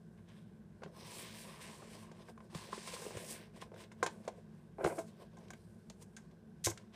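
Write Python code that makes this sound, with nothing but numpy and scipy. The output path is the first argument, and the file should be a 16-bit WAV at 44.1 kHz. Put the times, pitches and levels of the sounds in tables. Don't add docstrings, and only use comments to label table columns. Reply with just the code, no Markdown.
import sys
import numpy as np
from scipy import signal
from scipy.fft import rfft, irfft, next_fast_len
from scipy.io import wavfile

SR = 44100
rng = np.random.default_rng(int(sys.argv[2]) if len(sys.argv) > 2 else 0)


def generate_wav(signal):
    frames = np.transpose(np.atleast_2d(signal))
    scaled = np.clip(frames, -1, 1) * 32767
    pcm = np.round(scaled).astype(np.int16)
    wavfile.write(sys.argv[1], SR, pcm)


N = 306495

# [f/Hz, width of the first of two passes/Hz, rms level/dB]
HUM_RESONANCES = [(59, 12, -71.5), (105.2, 9.8, -67), (152.8, 6.5, -66.5), (169.5, 15.5, -64),
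                  (193.5, 36, -70.5), (220.5, 10.3, -63), (346.8, 35, -71.5), (430.5, 22, -75),
                  (1550, 140, -81.5)]
# [f/Hz, relative level/dB]
AIR_SPECTRUM = [(15, -52), (25, -31), (46, -38), (107, -4), (130, -12.5), (159, -7), (218, 0), (266, -26),
                (340, -16.5), (700, -22.5), (1300, -34.5), (2500, -42.5), (9000, -46), (12500, -48.5),
                (15600, -65)]
# [t/s, peak level/dB, f/Hz, t60/s, deep mode relative to the other/dB]
BOARD_THUMPS = [(0.848, -45.5, 161, 0.17, -11), (2.553, -36.5, 162, 0.048, -14),
                (3.163, -42, 111, 0.055, -20), (4.846, -34, 156, 0.068, -7),
                (6.665, -34.5, 104, 0.19, -6.5)]
# [t/s, hiss level/dB]
HAND_RUSTLE = [(0, -91), (0.2, -89), (0.43, -80), (0.64, -96), (0.8, -88), (4.7, -93), (5.1, -92),
               (5.58, -77.5), (5.75, -82), (6.0, -84), (6.15, -83), (6.3, -93), (6.55, -95), (6.62, -86),
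               (6.95, -92)]
# [peak t/s, rise/s, fall/s, hiss level/dB, mid scrape level/dB, dome rumble level/dB]
FINGER_BRUSHES = [(0.182, .015, .08, -93, -74.5, -73), (0.288, 0.023, .12, -80, -68.5, -70),
                  (0.374, .1, 0.1, -80, -71, -79), (0.88, .04, .06, -80, -73, -57),
                  (1.626, 0.056, 0.19, -56, -59.5, -70), (1.952, 0.14, 0.063, -59.5, -60, -59),
                  (2.222, 0.18, 0.037, -72, -64, -63), (2.3, 0.1, 0.031, -67, -63.5, -59),
                  (2.446, .1, 0.12, -76.5, -79, -64), (2.876, .03, 0.074, -47, -57, -63),
                  (2.946, 0.048, 0.041, -47.5, -50.5, -74), (3.31, 0.052, 0.092, -44.5, -62, -69),
                  (3.568, 0.044, 0.077, -61.5, -67.5, -61), (3.618, 0.018, 0.039, -56.5, -55.5, -60),
                  (3.68, .08, .04, -86, -88, -57.5), (3.725, .015, 0.13, -95, -84, -52.5),
                  (3.811, 0.058, 0.053, -61, -56, -62), (3.92, .015, .03, -75, -65, -60),
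                  (4.0, 0.046, 0.41, -74, -75, -65), (4.12, 0.22, 0.18, -71.5, -72, -66),
                  (4.254, 0.17, 0.17, -76, -70, -63), (4.378, .04, .11, -77, -78, -62),
                  (4.546, 0.18, 0.26, -84, -76.5, -75), (4.872, 0.052, 0.16, -56, -73, -67),
                  (4.968, 0.087, 0.033, -70, -76, -49.5), (4.992, 0.072, 0.051, -60.5, -63, -80),
                  (5.084, 0.031, .11, -71.5, -73, -64.5), (5.224, 0.091, .06, -65.5, -65.5, -55.5),
                  (5.33, .03, 0.11, -92, -76, -66), (5.414, 0.054, 0.26, -79, -74, -61),
                  (6.026, 0.03, 0.021, -60, -65.5, -59.5), (6.2, .1, 0.21, -80, -77, -72),
                  (6.312, .015, 0.061, -88, -78, -68), (6.8, 0.11, 0.13, -78, -74.5, -68),
                  (6.945, 0.022, .1, -70, -62, -62)]
# [t/s, hiss level/dB, dome rumble level/dB, tray base ring level/dB]
TRAY_SLIDES = [
    [(0.918, -82, -70, -84), (0.964, -65, -62, -66), (1.052, -57.5, -66, -63), (1.19, -51, -59, -61.5),
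     (1.424, -61.5, -61.5, -69), (1.5, -62, -62, -58), (1.6, -66.5, -66, -60.5), (1.742, -65, -65.5, -63.5),
     (1.86, -68, -64, -67.5), (2.03, -62.5, -68, -67), (2.085, -77, -66, -68), (2.2, -90, -70, -75)],
    [(2.5, -75, -72, -68), (2.54, -69, -76, -67), (2.552, -58.5, -67, -55), (2.7, -64.5, -63, -68.5),
     (2.73, -60.5, -67, -61.5), (2.854, -57, -59, -64.5), (3.0, -54, -62, -61.5), (3.088, -56, -54, -64),
     (3.135, -60.5, -58.5, -63.5), (3.178, -52.5, -58, -63), (3.24, -56.5, -56.5, -66.5),
     (3.376, -60.5, -58.5, -65), (3.46, -68, -66, -73), (3.51, -88, -67, -81)],
]
# [f/Hz, relative level/dB]
HISS_SPECTRUM = [(2060, -8.5), (3500, -13.5), (3870, -10), (4350, -7.5), (6800, -9.5), (8500, -3.5),
                 (11400, -13.5), (14600, -20.5), (15400, -18)]
# [f/Hz, relative level/dB]
SCRAPE_SPECTRUM = [(680, -25), (1150, -8), (1310, -7), (1600, 3.5), (2060, 1.5), (3860, -2.5),
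                   (4530, -11.5), (5000, -4), (6500, -13), (11000, -120)]
# [peak t/s, rise/s, fall/s, level/dB]
RIM_SCUFFS = [(6.648, 0.0085, .05, -33), (6.661, 0.015, 0.022, -32.5), (6.708, 0.033, 0.015, -46)]
# [peak t/s, rise/s, fall/s, low modes level/dB, upper modes level/dB]
RIM_CRUNCHES = [(4.787, .005, .1, -46.5, -68), (4.815, .03, .03, -40.5, -53),
                (4.846, 0.015, 0.044, -34.5, -44.5), (4.876, .03, .012, -38, -62),
                (4.9, .02, .06, -43, -49), (4.925, 0.028, 0.023, -43, -56), (4.989, 0.02, 0.034, -38, -53)]
# [t/s, peak level/dB, mid band over top band/dB, t60/s, air over top band/dB]
CREASE_TICKS = [(0.1764, -71, 5, 0.051, -16), (0.2867, -64.5, -1.5, 0.061, -24), (0.82, -71, 5, 0.046, -21),
                (0.835, -48.5, 7, 0.068, -20), (1.6127, -50, -6, 0.059, -19),
                (2.1161, -52.5, -2, 0.04, -22), (2.2877, -59, -10, 0.05, -13), (2.378, -68, -4, 0.04, -20),
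                (2.4049, -67, 2, 0.04, -19), (2.5481, -41.5, 5, 0.04, -20), (2.8769, -50, 4, 0.07, -18),
                (2.9372, -48, -25, 0.058, -22), (3.0194, -52, -2, 0.054, -16),
                (3.1703, -42, -7, 0.044, -19), (3.6157, -47, 4, 0.055, -16), (3.7434, -56.5, 3, 0.04, -19),
                (3.7634, -67, 6, 0.056, -14), (3.8372, -49.5, 16, 0.045, -16),
                (3.9195, -57.5, -9, 0.06, -19), (4.0292, -31.5, -13, 0.074, -35),
                (4.0637, -31, 3, 0.047, -19), (4.2517, -58, -9, 0.044, -9), (4.2787, -39, -2, 0.053, -38),
                (4.8429, -36, -1, 0.14, -20), (4.9861, -45.5, -21, 0.12, -20), (5.3328, -72, -6, 0.04, -15),
                (5.3697, -57.5, -3, 0.057, -23), (5.3852, -60, -11, 0.04, -21),
                (5.4394, -67, -7, 0.049, -16), (5.4829, -55, 7, 0.024, -3), (5.5049, -43, -17, 0.044, -14),
                (5.5353, -46.5, -1, 0.036, -1), (5.899, -41, -1, 0.042, -15),
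                (6.0252, -49.5, -20, 0.04, -23), (6.1654, -44.5, -13, 0.073, -29),
                (6.3131, -62, 12, 0.04, -22), (6.7755, -43.5, 2, 0.033, -24), (6.9366, -66, 6, 0.034, -20)]
# [f/Hz, relative level/dB]
TICK_SPECTRUM = [(710, -39), (1200, -25), (2070, -16.5), (2760, -17), (3350, -13), (4810, -12.5),
                 (6490, -4), (11900, -17), (14500, -21), (15400, -51)]
# [t/s, peak level/dB, favoured f/Hz, mean t60 of the modes/s, contact/ms, tilt/(dB per octave)]
DOME_KNOCKS = [(0.82, -44, 460, 0.045, 2.16, -19), (0.835, -36.5, 420, 0.015, 2.23, 12),
               (0.861, -41, 434, 0.022, 1.95, -17), (1.119, -52, 560, 0.04, 0.88, -1.5),
               (1.821, -48.5, 523, 0.046, 2.6, -16), (2.115, -47, 384, 0.033, 1.4, 3),
               (2.285, -46.5, 415, 0.04, 0.91, 7), (2.377, -46, 1100, 0.023, 0.92, 5),
               (2.404, -50, 1070, 0.025, 1.74, 1), (2.528, -50, 347, 0.047, 1.6, -9),
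               (2.549, -37.5, 360, 0.018, 1.7, -1), (2.688, -47, 440, 0.04, 1.65, -1.5),
               (2.729, -29, 1040, 0.018, 2.4, -2.5), (2.778, -38.5, 364, 0.015, 1.15, -13),
               (2.876, -40.5, 1030, 0.032, 2.1, 18), (2.908, -55, 1020, 0.033, 0.64, 5),
               (2.936, -38, 467, 0.042, 1.03, -14), (2.964, -43.5, 1050, 0.032, 1.5, 15),
               (2.995, -45, 420, 0.029, 0.93, -10), (3.019, -41.5, 477, 0.068, 2.1, 6),
               (3.053, -40, 467, 0.028, 1.05, -9), (3.065, -34.5, 425, 0.012, 1.55, -26),
               (3.106, -38, 520, 0.041, 1.27, -8), (3.171, -35, 504, 0.04, 1.06, -7),
               (3.622, -39, 1020, 0.025, 1.17, -2), (3.664, -51, 410, 0.027, 1.15, -5),
               (3.718, -44, 515, 0.025, 0.71, -17), (3.741, -52, 409, 0.029, 1.5, 13),
               (3.763, -50, 634, 0.02, 0.96, 8), (3.917, -47, 440, 0.03, 1.1, 15),
               (4.028, -19.5, 471, 0.035, 0.71, 6), (4.063, -28.5, 540, 0.024, 1.62, 5.5),
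               (4.077, -37, 947, 0.024, 0.78, -6), (4.249, -53, 533, 0.029, 1.1, 4),
               (4.278, -29, 623, 0.027, 1.79, -7), (4.385, -51, 424, 0.052, 0.67, -11),
               (4.784, -44, 426, 0.023, 1.5, 4), (4.847, -21, 439, 0.021, 0.86, 3),
               (4.862, -23, 516, 0.027, 0.71, 2), (4.876, -27, 431, 0.011, 1.03, 2),
               (4.984, -31.5, 655, 0.065, 0.8, -6), (5.007, -49, 646, 0.04, 0.81, 0),
               (5.369, -52.5, 337, 0.07, 2.34, 5), (5.505, -41, 720, 0.023, 1.65, 19.5),
               (5.534, -42.5, 1540, 0.027, 1.4, -2.5), (5.901, -50.5, 307, 0.026, 0.85, -3),
               (6.167, -48, 1590, 0.073, 0.76, 6), (6.67, -24, 342, 0.032, 1.2, 3),
               (6.684, -37, 334, 0.035, 1.5, -22), (6.702, -41, 356, 0.029, 1.2, -10),
               (6.715, -42, 845, 0.03, 1.03, 26), (6.775, -47, 1640, 0.04, 1.2, 15)]
# [f/Hz, relative level/dB, relative t60 (each sound scales the decay)]
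PLASTIC_MODES = [(344, -3.5, 0.043), (418.6, 1, 0.074), (475.8, 5, 0.043), (516.4, 2.5, 0.0238),
                 (661.7, -1, 0.061), (729, 5, 0.056), (827, -1.5, 0.066), (910.5, 1, 0.05), (1043, 4, 0.04),
                 (1122, -19, 0.013), (1555, 5, 0.022), (1665, -18.5, 0.04), (2177, 0, 0.013),
                 (2160, -49, 0.032), (2880, -40.5, 0.017), (3120, -61.5, 0.012), (3500, -33, 0.013)]

AIR_DB = -63
BOARD_DEEP_HZ = 86
RUSTLE_SCRAPE_DB, RUSTLE_DOME_DB, RUSTLE_BASE_DB = -85.5, -76.5, -83.5
BRUSH_BASE_SHARE, BRUSH_BASE_DB = 0.68, -2
SLIDE_SCRAPE_SHARE, SLIDE_SCRAPE_DB = 0.53, 0.5
STROKE_DROP_DB = 20
ROOM_T60_S, ROOM_DB, WALL_HZ = 0.2, -15.5, 5960
MIC_LOW_HZ, CUTOFF_HZ = 39.3, 15820


def from_db(db):
    return 10 ** (np.asarray(db) / 20)


def rms_one(x):
    return x / np.sqrt(np.mean(x ** 2) + 1e-20)


def in_time(rows):
    s, *columns = np.transpose(rows)
    return [np.interp(np.arange(N) / SR, s, c) for c in columns]


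def coloured(x, points):
    hz, db = np.transpose(points)
    size = next_fast_len(len(x))
    bins = np.fft.rfftfreq(size, 1 / SR) + 1e-3
    gain = from_db(np.interp(np.log(bins), np.log(hz), db, left=-120, right=-120))
    return rms_one(irfft(rfft(x, size) * gain, size)[:len(x)])


def resonance(x, hz, width_hz):
    r = np.exp(-np.pi * width_hz / SR)
    forward = [(1 - r * r) / 2, 0, (r * r - 1) / 2]
    feedback = [1, -2 * r * np.cos(2 * np.pi * hz / SR), r * r]
    return signal.lfilter(forward, feedback, x)


def flicker(rate_hz):
    r = np.exp(-2 * np.pi * rate_hz / SR)
    wavering = signal.lfilter([1], [1, -2 * r, r * r], rng.standard_normal(N + SR))
    return rms_one(wavering[SR:])


def grains(per_s, spread_db):
    sizes = from_db(spread_db * np.minimum(rng.exponential(1, N), 4)) * rng.standard_normal(N)
    return sizes * (rng.random(N) < per_s / SR)


def add(out, s, burst, peak_db):
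    at = round(s * SR)
    burst = burst[:N - at]
    out[at:at + len(burst)] += from_db(peak_db) * burst / np.max(np.abs(burst))


def soft(early):
    return from_db(-STROKE_DROP_DB * early)


def sudden(early):
    return np.maximum(1 - early, 0)


def strokes(rows, onset):
    t = np.arange(0, N + 16, 16) / SR
    s, rise_s, fall_s, *levels = np.transpose(rows)[:, :, None]
    early = np.maximum((s - t) / rise_s, 0)
    late = np.maximum((t - s) / fall_s, 0)
    shape = onset(early) * from_db(-STROKE_DROP_DB * late)
    gains = [np.sqrt(np.sum((shape * from_db(db)) ** 2, axis=0)) for db in levels]
    return [np.interp(np.arange(N) / SR, t, gain) for gain in gains]


def shaken(modes, slips, damping):
    total = 0
    for k, (hz, db, t60) in enumerate(modes):
        total = total + (-1) ** k * from_db(db) * resonance(slips, hz, damping / t60)
    return rms_one(total)


def patchy(x, low_hz, high_hz, patchy_db):
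    edges = np.geomspace(low_hz, high_hz, num=6)
    change = 0
    for edge in zip(edges, edges[1:]):
        band = signal.sosfilt(signal.butter(1, edge, "band", fs=SR, output="sos"), x)
        change = change + band * (from_db(patchy_db * flicker(3.03)) - 1)
    return x + change


def room_tone():
    hum = 0
    for hz, width_hz, db in HUM_RESONANCES:
        once = resonance(rng.standard_normal(N + SR), hz, width_hz)
        twice = resonance(once, hz, 3 * width_hz)[SR:]
        hum = hum + from_db(db) * rms_one(twice)
    return hum + from_db(AIR_DB) * coloured(rng.standard_normal(N), AIR_SPECTRUM)


def room(x):
    t = np.arange(SR // 2) / SR
    tail = rng.standard_normal(len(t)) * from_db(-60 * t / ROOM_T60_S) * (t > .004)
    tail = signal.sosfilt(signal.butter(1, WALL_HZ, fs=SR, output="sos"), tail)
    return signal.fftconvolve(x, tail / np.sqrt(np.sum(tail ** 2)))[:N]


def thumps():
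    out, t = np.zeros(N), np.arange(SR // 2) / SR
    for s, peak_db, hz, t60, deep_db in BOARD_THUMPS:
        modes = np.sin(2 * np.pi * hz * t) + from_db(deep_db) * np.sin(2 * np.pi * BOARD_DEEP_HZ * t)
        push = 1 - np.exp(-t / 0.0042)
        add(out, s, modes * from_db(-60 * t / t60) * push, peak_db)
    return out


def slide_levels():
    rows = []
    for slide in TRAY_SLIDES:
        before = (slide[0][0] - .02, -120, -120, -120)
        after = (slide[-1][0] + .04, -120, -120, -120)
        rows += [before, *slide, after]
    hiss_db, dome_db, base_db = in_time(rows)
    scrape_db = SLIDE_SCRAPE_SHARE * hiss_db + (1 - SLIDE_SCRAPE_SHARE) * base_db + SLIDE_SCRAPE_DB
    return from_db([hiss_db, scrape_db, dome_db, base_db])


def friction():
    brushes = []
    for row in FINGER_BRUSHES:
        scrape_db, dome_db = row[4], row[5]
        base_db = BRUSH_BASE_SHARE * scrape_db + (1 - BRUSH_BASE_SHARE) * dome_db + BRUSH_BASE_DB
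        brushes.append((*row, base_db))
    hiss_db, = in_time(HAND_RUSTLE)
    steady = np.zeros(N)
    rustle = from_db([hiss_db, steady + RUSTLE_SCRAPE_DB, steady + RUSTLE_DOME_DB, steady + RUSTLE_BASE_DB])
    return np.sqrt(slide_levels() ** 2 + np.square(strokes(brushes, soft)) + rustle ** 2)


def rubbing():
    hiss_gain, scrape_gain, dome_gain, base_gain = friction()
    stick = flicker(34.0)
    hiss = rms_one(patchy(coloured(grains(9000., 0.65), HISS_SPECTRUM), 2020, 22000, 3.34))
    hiss = hiss * hiss_gain * from_db(0.47 * stick)
    scrape = rms_one(patchy(coloured(grains(5000., 0.58), SCRAPE_SPECTRUM), 700, 6900, 2.34))
    scrape = scrape * scrape_gain * from_db(0.42 * stick)
    dome = shaken(PLASTIC_MODES[:5], grains(1500., 2.6), damping=4.75)
    dome = dome * dome_gain * from_db(1.6 * flicker(20.0))
    base = shaken(PLASTIC_MODES[6:10], grains(3000., 2.8), damping=5.2)
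    base = base * base_gain * from_db(0.82 * flicker(25.0))
    return hiss + scrape + dome + base


def scuff():
    gain, = strokes(RIM_SCUFFS, sudden)
    return coloured(grains(14000., 1.5), TICK_SPECTRUM) * gain


def prising():
    low_gain, upper_gain = strokes(RIM_CRUNCHES, sudden)
    slips = grains(4000., 0.54)
    dull = signal.butter(2, 2500, fs=SR, output="sos")
    upper = signal.sosfilt(dull, shaken(PLASTIC_MODES[5:], slips, damping=4.1))
    low = shaken(PLASTIC_MODES[:5], slips, damping=5.75)
    return low * low_gain + upper * upper_gain


def ticks():
    out, t = np.zeros(N), np.arange(SR // 6) / SR
    middle = signal.butter(2, [1800, 4500], "band", fs=SR, output="sos")
    dull = signal.butter(3, 9500, fs=SR, output="sos")
    airy = signal.butter(2, 9500, "high", fs=SR, output="sos")
    noises = rng.standard_normal((len(CREASE_TICKS), 3, len(t)))
    snap = from_db(-60 * t / 0.0074)
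    for (s, peak_db, mid_db, t60, air_db), noise in zip(CREASE_TICKS, noises):
        top = signal.sosfilt(dull, coloured(noise[0], TICK_SPECTRUM))
        mid = from_db(mid_db) * rms_one(signal.sosfilt(middle, noise[1]))
        air = from_db(air_db) * rms_one(signal.sosfilt(airy, noise[2]))
        air = air * from_db(-60 * t / (0.53 * t60))
        add(out, s, (top + mid) * (from_db(-60 * t / t60) + 0.32 * snap) + air, peak_db)
    return out


def knocks():
    out, t = np.zeros(N), np.arange(SR // 4) / SR
    hz, db, t60 = np.transpose(PLASTIC_MODES)[:, :, None]
    chances = rng.standard_normal((len(DOME_KNOCKS), 2, len(PLASTIC_MODES), 1))
    noises = rng.standard_normal((len(DOME_KNOCKS), len(t)))
    thin_shell = signal.butter(4, 290, "high", fs=SR, output="sos")
    for knock, chance, noise in zip(DOME_KNOCKS, chances, noises):
        s, peak_db, spot_hz, ring_s, contact_ms, tilt_db = knock
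        near_db = 14.6 * np.exp(-(np.log2(hz / spot_hz) / 0.15) ** 2)
        uneven_db = 2.5 * chance[0]
        colour_db = db + near_db + uneven_db + tilt_db * np.log2(hz / 500)
        decay_db = -60 * t / (t60 * ring_s / np.mean(t60))
        modes = from_db(colour_db + decay_db) * np.sin(2 * np.pi * hz * t + 0.43 * chance[1])
        crunch = rms_one(resonance(resonance(noise, spot_hz, 920.0), spot_hz, 1330.0))
        crunch = crunch * from_db(colour_db.max() - 8.5 - 60 * t / ring_s)
        rise = (1 - np.exp(-1000 * t / contact_ms)) ** 2
        burst = signal.sosfilt(thin_shell, (modes.sum(axis=0) + crunch) * rise)
        add(out, s - contact_ms / 1000, burst, peak_db)
    return out


def scene():
    hits = knocks() + ticks() + scuff() + prising()
    return (hits + from_db(ROOM_DB) * room(hits) + thumps() + rubbing() + room_tone())[None]


def record(dry):
    thin = signal.sosfilt(signal.butter(2, MIC_LOW_HZ, "highpass", fs=SR, output="sos"), dry)
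    return signal.sosfilt(signal.cheby2(24, 60, CUTOFF_HZ, fs=SR, output="sos"), thin)


dry = scene()
out = record(dry)
generate_wav(out)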